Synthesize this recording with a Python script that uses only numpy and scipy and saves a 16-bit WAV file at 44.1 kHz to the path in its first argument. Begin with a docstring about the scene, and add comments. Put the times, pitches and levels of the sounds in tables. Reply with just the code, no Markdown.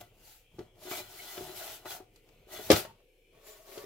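"""Gritty scraping and sharp metal knocks: a thick metal case is pulled off a chassis in several strokes
on a workbench, near a stereo microphone in a small quiet room.
Fine grit hisses as filtered clicks; coarser slips ring the modes of the walls and single walls sing briefly.
Half-sine pushes ring case, chassis and bench, and noise bursts make the cracks of edge on edge.
A short echo, steady air and a faint wavering hum lie behind."""
import sys
import numpy as np
from scipy import signal
from scipy.io import wavfile
from scipy.ndimage import uniform_filter1d

SR = 44100
rng = np.random.default_rng(int(sys.argv[2]) if len(sys.argv) > 2 else 0)


def to_wav(sig):
    """Store sig (one row per channel, or 1-D mono) as 16-bit WAV at the path in sys.argv[1].

    Samples outside -1..1 are clipped; the rate is SR.
    """
    pcm = np.clip(np.atleast_2d(sig), -1, 1) * 32767
    pcm = np.round(pcm).astype(np.int16)
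    wavfile.write(sys.argv[1], SR, pcm.T)  # frames by channels


N = 169785  # length [samples]

FREE_S = 2.845  # the case has come free from here on [s]
MONO_HZ = 450  # below this the echo is centred and modes have a smaller phase gap [Hz]


def amp(db):
    """Turns decibels into a linear gain."""
    return 10 ** (np.asarray(db) / 20)


def evened(x):
    """Scales a signal to an RMS of 1."""
    return x / np.sqrt(np.mean(x ** 2) + 1e-20)


def wander(samples):
    """Smoothed noise with an RMS of 1, for slow changes of level."""
    return evened(uniform_filter1d(rng.standard_normal(N), size=samples))


def read(points, hz):
    """Reads a table of values over pitch, interpolating on a log pitch axis."""
    f, value = np.transpose(points)
    return np.interp(np.log(hz + 1), np.log(f + 1), value)


def clicks(per_s, spread_db):
    """A random train of clicks of either sign; a wider spread makes a few of them large."""
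    size = amp(spread_db * np.minimum(rng.exponential(1, N), 5)) * rng.choice([-1., 1.], N)
    return evened(size * (rng.random(N) < per_s / SR))


def ring(drive, hz, t60):
    """One mode that passes no steady push; a click of size 1 rings it with height 1."""
    r, w = amp(-60 / (t60 * SR)), 2 * np.pi * hz / SR
    return signal.lfilter([.5, 0, -.5], [1, -2 * r * np.cos(w), r * r], drive)


# Likeness of the two channels: (pitch [Hz], left-right likeness [0-1, clipped])
LIKENESS = [(60, 0.93), (180, 0.9), (550, 0.82), (1650, 0.41), (4970, 0.17), (15000, -0.02)]


def pair(left, other, spectrum, patch_db, size):
    """Colours a drive, adds drifting patches and makes a right channel that is partly unrelated."""
    hz, _, a = signal.stft(left, SR, nperseg=size)
    b = signal.stft(other, SR, nperseg=size)[2]
    patches = uniform_filter1d(rng.standard_normal(a.shape), size=max(6, size // 128), axis=0)
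    patches = evened(uniform_filter1d(patches, size=6, axis=1))
    same = np.clip(read(LIKENESS, hz), 0, 1)[:, None]
    right = same * a + np.sqrt(1 - same ** 2) * b
    colour = amp(read(spectrum, hz)[:, None] + patch_db * patches)
    return evened(signal.istft(np.array([a, right]) * colour, SR, nperseg=size)[1][:, :N])


WIDE = .45  # share of the phase gap that the likeness would give


def sides(x, hz):
    """A mode reaches the two ports with a phase gap; small for low modes, large for high ones."""
    gap = np.arccos(np.clip(read(LIKENESS, hz), 0, 1))
    turn = WIDE * gap * min(hz / MONO_HZ, 1) ** 2 * rng.choice([-1, 1])
    quarter = np.gradient(x) / np.sin(2 * np.pi * hz / SR)  # the mode a quarter cycle away
    return np.cos(turn) * x + np.sin(turn) * np.array([quarter, -quarter])


# Friction, one list for each stroke: (time [s], grit hiss level [dB], slips in low walls level [dB],
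# slips in high walls level [dB], bench rumble level [dB])
FRICTION_STROKES = [
    [(0.0, -64, -72, -85, -64), (0.012, -47, -48.5, -60, -72), (0.028, -64, -60.5, -67, -61.5),
     (0.102, -75, -91, -85, -84), (0.114, -83, -73, -83, -67), (0.144, -74.5, -76, -89, -74),
     (0.216, -65, -71.5, -72, -69), (0.254, -57, -71, -84, -84), (0.296, -55, -74, -86, -79),
     (0.354, -58, -96, -91, -81), (0.5, -84, -98, -90, -80)],
    [(0.52, -77, -80, -88, -70), (0.576, -70.5, -78, -89, -64.5), (0.588, -69, -57, -66, -56),
     (0.728, -88, -77, -102, -77.5), (0.832, -51.5, -58.5, -67, -70), (0.878, -50, -51.5, -50.5, -77),
     (0.906, -41, -61, -66, -82), (0.916, -39, -47, -49, -70), (1.0, -41.5, -50, -54, -60),
     (1.036, -54, -64, -60, -69), (1.08, -57, -63.5, -59.5, -69)],
    [(1.1, -53.5, -58.5, -65, -74), (1.17, -49.5, -61, -58, -65), (1.344, -46, -57.5, -52.5, -91),
     (1.39, -47.5, -51.5, -62, -53.5), (1.546, -50.5, -52.5, -55.5, -69), (1.566, -42, -60, -60, -64),
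     (1.612, -44, -56, -54, -75), (1.724, -44.5, -56, -58, -75), (1.768, -50, -61, -64, -73),
     (1.802, -62, -63, -67, -84), (1.83, -65, -60, -69, -72)],
    [(1.845, -65, -58, -78, -80), (1.861, -51, -43, -60, -81), (1.879, -49.5, -62.5, -64, -72),
     (1.893, -44.5, -73, -63, -68), (1.909, -42, -49, -46.5, -67), (1.931, -43.5, -60.5, -53, -68),
     (1.967, -47, -55, -76, -71), (1.997, -62, -64, -98, -90), (2.005, -77, -54, -84, -80),
     (2.031, -87, -68.5, -80, -66.5), (2.1, -84, -78, -98, -88)],
    [(2.12, -76, -89, -97, -71), (2.17, -69.5, -84, -75, -77), (2.22, -78, -93, -95, -83),
     (2.282, -73, -69.5, -76, -79), (2.408, -75.5, -79, -79, -67), (2.456, -79, -71, -75.5, -81),
     (2.532, -44.5, -54, -58, -72.5), (2.562, -46, -54, -49, -65.5), (2.59, -50, -47.5, -54.5, -58.5),
     (2.664, -44.5, -59, -64, -62), (2.69, -47, -49.5, -60, -54.5)],
    [(2.735, -33.5, -33, -35, -37.5), (2.751, -39.5, -46.5, -46, -37), (2.763, -32.5, -42, -34.5, -47.5),
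     (2.797, -35.5, -42.5, -69, -51), (2.827, -46.5, -56.5, -58, -51), (2.859, -58, -48.5, -59, -73),
     (2.871, -80, -68, -71, -60), (2.963, -97, -78, -93, -67.5), (3.003, -80, -69.5, -90, -92),
     (3.05, -84, -97, -96, -78)],
    [(3.1, -83, -99, -95, -93), (3.308, -87, -91, -95, -78), (3.338, -75.5, -67, -100, -67.5),
     (3.43, -67, -64.5, -75, -93), (3.484, -51.5, -57, -79, -69), (3.538, -57, -59.5, -67, -85),
     (3.64, -63.5, -65, -87, -92), (3.676, -57.5, -57, -87, -83), (3.728, -52, -57, -90, -90),
     (3.77, -51, -51.5, -64, -72), (3.85, -57, -52, -86, -72)],
]


def friction_levels():
    """Gain over time of the four layers of friction: the course of the pulling strokes."""
    s, *dbs = np.vstack(FRICTION_STROKES).T
    return [amp(np.interp(np.arange(N) / SR, s, db)) for db in dbs]


# Colour of fine grit, for the hiss and the cracks: (pitch [Hz], relative level per Hz [dB])
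GRIT_COLOUR = [(530, -26.5), (900, 0), (1020, -26.5), (1310, -8), (1490, -9.5), (1660, -9.5), (2360, -7),
               (2730, -6), (3910, -5), (5550, -6), (7230, -6.5), (9200, -11), (10800, -5.5), (15100, -4),
               (16000, -8.5)]
GRIT_PER_S, GRIT_PATCH_DB = 6000, 1.5  # clicks [1/s], depth of the patches [dB]
FLICKER_DB = 0.5


def grit_hiss(hiss):
    """Fine grit at the sliding edges: dense equal clicks blur into a hiss whose level flickers."""
    flicker = amp(FLICKER_DB * wander(500))
    drives = [clicks(GRIT_PER_S, spread_db=0) for _ in range(2)]
    return hiss * flicker * pair(*drives, GRIT_COLOUR, GRIT_PATCH_DB, size=512)


SLIPS_PER_S, SLIP_SPREAD_DB = 1500, 2.5
WANDER_DB, WANDER_S, DRIFT = 2.5, .03, .02  # level swing [dB], step [s], share of the pitch


def slips(modes, gain):
    """Coarse slips ring each wall; the contact moves, so each mode comes, goes and drifts in pitch."""
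    out, t = np.zeros((2, N)), np.arange(N) / SR
    drive = clicks(SLIPS_PER_S, SLIP_SPREAD_DB)
    power = sum(amp(2 * db) * t60 for hz, db, t60 in modes) * SR / (4 * np.log(1000))
    for hz, db, t60 in modes:
        swell, bend = (np.interp(t / WANDER_S, np.arange(400), v) for v in rng.standard_normal((2, 400)))
        turn = np.exp(2j * np.pi * np.cumsum(hz * (1 + DRIFT * bend)) / SR)
        push = drive * gain * amp(db + WANDER_DB * swell) / turn
        # decay at zero pitch, then turn up to the drifting pitch
        rung = signal.lfilter([1], [1, -amp(-60 / (t60 * SR))], push)
        out += sides((turn * rung).real, hz)
    return out / np.sqrt(power)


# Modes of the walls and the bench: (pitch [Hz], relative level [dB], t60 [s])
# low walls while the case is still on
LOW_WALLS = [(360, -17, 0.03), (375, -2, 0.1), (424.4, -2.5, 0.05), (623, 5, 0.045), (709, -0.5, 0.094),
             (800, -13.5, 0.027), (886, -14, .065)]
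# the same walls once the case has come free
FREE_WALLS = [(387.5, -3.5, 0.16), (428, 2, 0.11), (568, 2.5, 0.069), (632, 5, 0.072), (927, -7, 0.11),
              (1097, -4.5, .13), (1790, -6, 0.098), (1990, -22, 0.095)]
# high walls
HIGH_WALLS = [(1223, -2, .05), (1334, -3, 0.15), (1453, 2.5, 0.089), (1557, -7.5, 0.13), (1980, 1, 0.12),
              (2475, -3, 0.048), (3003, 5.5, 0.059), (3430, 8.5, 0.026), (4070, 7, 0.035)]
# bench top
BENCH_MODES = [(60.5, -10.5, 0.071), (81.5, -8, 0.12), (104.3, 0, 0.15), (147, -5.5, 0.12),
               (195, -15.5, 0.05)]


def wall_slips(low, high, rumble):
    """Slips in the case walls and the bench; the low walls change modes when the case comes free."""
    free = np.arange(N) > FREE_S * SR
    walls = slips(LOW_WALLS, low * ~free) + slips(FREE_WALLS, low * free) + slips(HIGH_WALLS, high)
    return walls + slips(BENCH_MODES, rumble)


# Modes of the chassis: (pitch [Hz], relative level [dB], t60 [s])
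CHASSIS_MODES = [(335.3, 3, 0.064), (402, -0.5, 0.088), (530, 0, 0.083), (584, -8, 0.12), (780, -2.5, .04),
                 (1180, 7, 0.085), (1600, -5, .06), (1910, -10, 0.1), (2800, -6, .08)]
SPOT_DB, SPOT_OCTAVES = 13.5, 0.2  # boost near the favoured pitch and its spread
BENCH_CONTACT_MS, RISE_CYCLES = 7.5, .22  # bench push length, build-up time of a mode in cycles
HIGH_KNOCK_DB = 4.5  # extra level of the high walls in a knock


def knock(case, case_db, chassis_db, bench_db, contact_ms, spot_hz):
    """A half-sine push; the spot where it lands favours the modes near one pitch."""
    ms = np.arange(SR // 2) * 1000 / SR
    high = [(hz, db + HIGH_KNOCK_DB, t60) for hz, db, t60 in HIGH_WALLS]
    bodies = ((case + high, case_db, contact_ms),
              (CHASSIS_MODES, chassis_db, contact_ms),
              (BENCH_MODES, bench_db, BENCH_CONTACT_MS))
    out = np.zeros((2, len(ms)))
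    for modes, blow_db, width in bodies:
        push = np.sin(np.pi * np.clip(ms / max(width, .05), 0, 1))
        body = 0
        for hz, db, t60 in modes:
            spot_db = SPOT_DB * np.exp(-(np.log2(hz / spot_hz) / SPOT_OCTAVES) ** 2)
            rise = 1 - np.exp(-ms * hz / (1000 * RISE_CYCLES))
            body = body + sides(amp(db + spot_db) * rise * ring(push, hz, t60), hz)
        out -= amp(blow_db) * body / abs(body.mean(0)).max()
    return out


# Knocks: (time [s], case level [dB], chassis level [dB], bench level [dB],
# contact on case and chassis [ms], favoured pitch [Hz])
KNOCK_BLOWS = [(0.016, -66, -55, -57, 0.29, 720), (0.543, -62, -58, -56, 0.96, 350),
               (0.5852, -38, -50, -46, 0.8, 385), (0.591, -36, -45, -58.5, 0.92, 377),
               (0.602, -44, -37, -62, 1.96, 385), (0.913, -33.5, -36.5, -56, 0.18, 361),
               (1.377, -34, -54, -56, 0.67, 377), (1.408, -33, -67, -64, 1.2, 360),
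               (1.614, -41.5, -52, -74, 0.59, 616), (1.857, -35, -47.5, -54, 0.48, 657),
               (2.003, -43.5, -48, -68, 0.83, 367), (2.469, -54, -64, -67.5, 1.3, 400),
               (2.593, -36.5, -59.5, -59, 0.89, 354), (2.702, -19.5, -5, -29.5, 1.06, 489),
               (2.7114, -27, -12, -29.5, 1.2, 380), (2.7165, -22, -20, -27.5, 0.27, 705),
               (2.7274, -29, -16.5, -24, 0.81, 342), (2.85, -36, -56, -64, 0.63, 640),
               (3.775, -35, -59, -56, 0.65, 399), (3.839, -44, -44.5, -67, 0.8, 415)]
KNOCK_LOW_HZ = 55  # knocks are thinned below this


def knocks():
    """Each knock rings case, chassis and bench; the case has other modes once it is free."""
    out = np.zeros((2, N))
    for s, *blow in KNOCK_BLOWS:
        at = round(s * SR)
        sound = knock(LOW_WALLS if s < FREE_S else FREE_WALLS, *blow)
        out[:, at:at + sound.shape[1]] += sound[:, :N - at]
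    return signal.lfilter(*signal.butter(2, KNOCK_LOW_HZ, "high", fs=SR), out)


# Cracks of an edge on an edge: (time [s], relative level [dB], dull above [Hz], t60 [s])
EDGE_CRACKS = [(.012, -62, 6000, 0.034), (0.59, -42, 5000, 0.043), (.755, -60.5, 6000, 0.024),
               (0.915, -47, 9000, .03), (1.378, -30, 3000, 0.038), (1.856, -33, 2500, 0.029),
               (2.003, -56, 2000, .02), (2.159, -50.5, 9000, 0.041), (2.289, -52.5, 7000, 0.03),
               (2.7018, -12.5, 4874, 0.15), (2.715, -13, 14000, 0.042), (2.728, -24.5, 6000, 0.044),
               (2.759, -26.5, 5000, 0.066), (2.851, -34, 2000, 0.034), (3.777, -39.5, 5000, 0.065)]
CRACK_RISE_S = 0.0008


def cracks():
    """Short bursts of grit-coloured noise, duller for softer contacts."""
    out, t = np.zeros((2, N)), np.arange(SR // 5) / SR
    grit = pair(*rng.standard_normal((2, N)), GRIT_COLOUR, GRIT_PATCH_DB, size=256)
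    for s, db, dull_hz, t60 in EDGE_CRACKS:
        at = round(s * SR)
        part = grit[:, at:at + len(t)]
        shape = amp(db - 60 * t / t60) * (1 - np.exp(-t / CRACK_RISE_S))
        burst = part * shape[:part.shape[1]]
        dull = signal.butter(2, min(dull_hz, SR / 2.2), fs=SR)
        out[:, at:at + len(t)] += signal.lfilter(*dull, burst)
    return out


# One wall sings while the edge catches: (time [s], length of catch [s], pitch [Hz], relative level [dB])
WALL_SQUEAKS = [(0.852, 0.034, 361, -48.5), (0.913, 0.027, 1247, -44.5), (0.917, 0.04, 2300, -44.5),
                (.971, .024, 4004, -43), (0.979, 0.033, 2387, -46), (1.186, 0.024, 2168, -50.5),
                (1.591, 0.1, 661.5, -48.5), (1.604, 0.032, 1443, -45.5), (1.856, 0.011, 1900, -48.5),
                (1.864, 0.029, 898, -49), (1.892, 0.086, 903, -57), (1.861, 0.021, 1427, -49),
                (1.862, 0.05, 4030, -55), (1.88, 0.032, 3430, -51), (1.897, 0.056, 724, -47),
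                (1.907, 0.083, 1423, -60), (2.515, 0.1, 1945, -55.5), (2.747, 0.034, 1910, -46),
                (2.845, 0.072, 910, -56), (3.443, 0.09, 7110, -60)]
SQUEAK_T60_S, SQUEAK_ROUGH = .025, 0.55  # ring time [s], weight of the rough part


def squeaks():
    """Slips lock to one mode for a moment, partly regular and partly rough."""
    out, t, grain = np.zeros((2, N)), np.arange(N) / SR, rng.standard_normal(N)
    for s, length, hz, db in WALL_SQUEAKS:
        catch = (t > s) & (t < s + length)
        steady = ring(catch * np.sin(2 * np.pi * hz * t), hz, SQUEAK_T60_S)
        rough = ring(catch * grain, hz, SQUEAK_T60_S)
        mixed = (1 - SQUEAK_ROUGH) * evened(steady) + SQUEAK_ROUGH * evened(rough)
        # the root undoes the boost that evening over the whole length gives a short sound
        out += sides(amp(db) * mixed * np.sqrt(catch.mean()), hz)
    return out


# Echo of the small room: (pitch [Hz], t60 [s])
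ROOM_T60 = [(100, 0.14), (500, 0.2), (3000, 0.28), (12000, 0.22)]


def room(x):
    """Sparse taps of random sign, each band dying at its own speed; the low echo is centred."""
    taps, slots = np.zeros((2, SR // 2)), np.arange(200, SR // 2 - 20, 20)
    at = slots + rng.integers(0, 20, (2, len(slots)))
    np.put_along_axis(taps, at, rng.choice([-1., 1.], at.shape), 1)
    hz, t, z = signal.stft(taps, SR, nperseg=256)
    fade = amp(-60 * t / read(ROOM_T60, hz)[:, None])
    tail = signal.istft(z * fade, SR, nperseg=256)[1]
    wet = signal.fftconvolve(x, tail / np.linalg.norm(tail[0]), axes=1)[:, :N]
    low = signal.lfilter(*signal.butter(2, MONO_HZ, fs=SR), wet)
    return wet - low + low.mean(0)


# Colour of the air in the room: (pitch [Hz], relative level per Hz [dB])
AIR_COLOUR = [(26, -33), (45, -2), (70, -19), (114, -8.5), (212, -31), (291, -17.5), (476, -9.5),
              (525, -11.5), (672, -27), (723, -14), (798, -30), (1400, -45.5), (2000, -28), (2300, -18.5),
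              (2900, -20), (4350, -36), (16000, -37.5)]
AIR_DB = -67


def room_air():
    """The steady air of the room: coloured noise with slowly drifting patches."""
    return amp(AIR_DB) * pair(*rng.standard_normal((2, N)), AIR_COLOUR, patch_db=3.0, size=4096)


HUM_HZ, HUM_DB = 29.7, -70


def hum():
    """A faint low hum, one sine that wavers in level."""
    level = amp(HUM_DB + 0.83 * wander(4000))
    return level * np.sqrt(2) * np.sin(2 * np.pi * HUM_HZ * np.arange(N) / SR)


ROOM_DB = -11.5  # echo against the near sound
LEFT_DB = 1.1  # left is raised and right lowered by this
CENTRED_HZ = 130  # the bass below this is left out of that tilt


def scene():
    """Friction and knocks with their echo, over the steady air of the room and the hum."""
    hiss, low, high, rumble = friction_levels()
    near = grit_hiss(hiss) + wall_slips(low, high, rumble) + knocks() + cracks() + squeaks()
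    heard = near + amp(ROOM_DB) * room(near) + room_air()
    upper = signal.filtfilt(*signal.butter(2, CENTRED_HZ, "high", fs=SR), heard)
    return heard - upper + upper * amp([[LEFT_DB], [-LEFT_DB]]) + hum()


EDGE_HZ = 15850  # top of the band


def record(dry):
    """The band limit: a steep low-pass without phase shift."""
    low_pass = signal.firwin(511, EDGE_HZ, window=("kaiser", 9), fs=SR)
    return signal.oaconvolve(dry, low_pass[None], "same")


dry = scene()
out = record(dry)
to_wav(out)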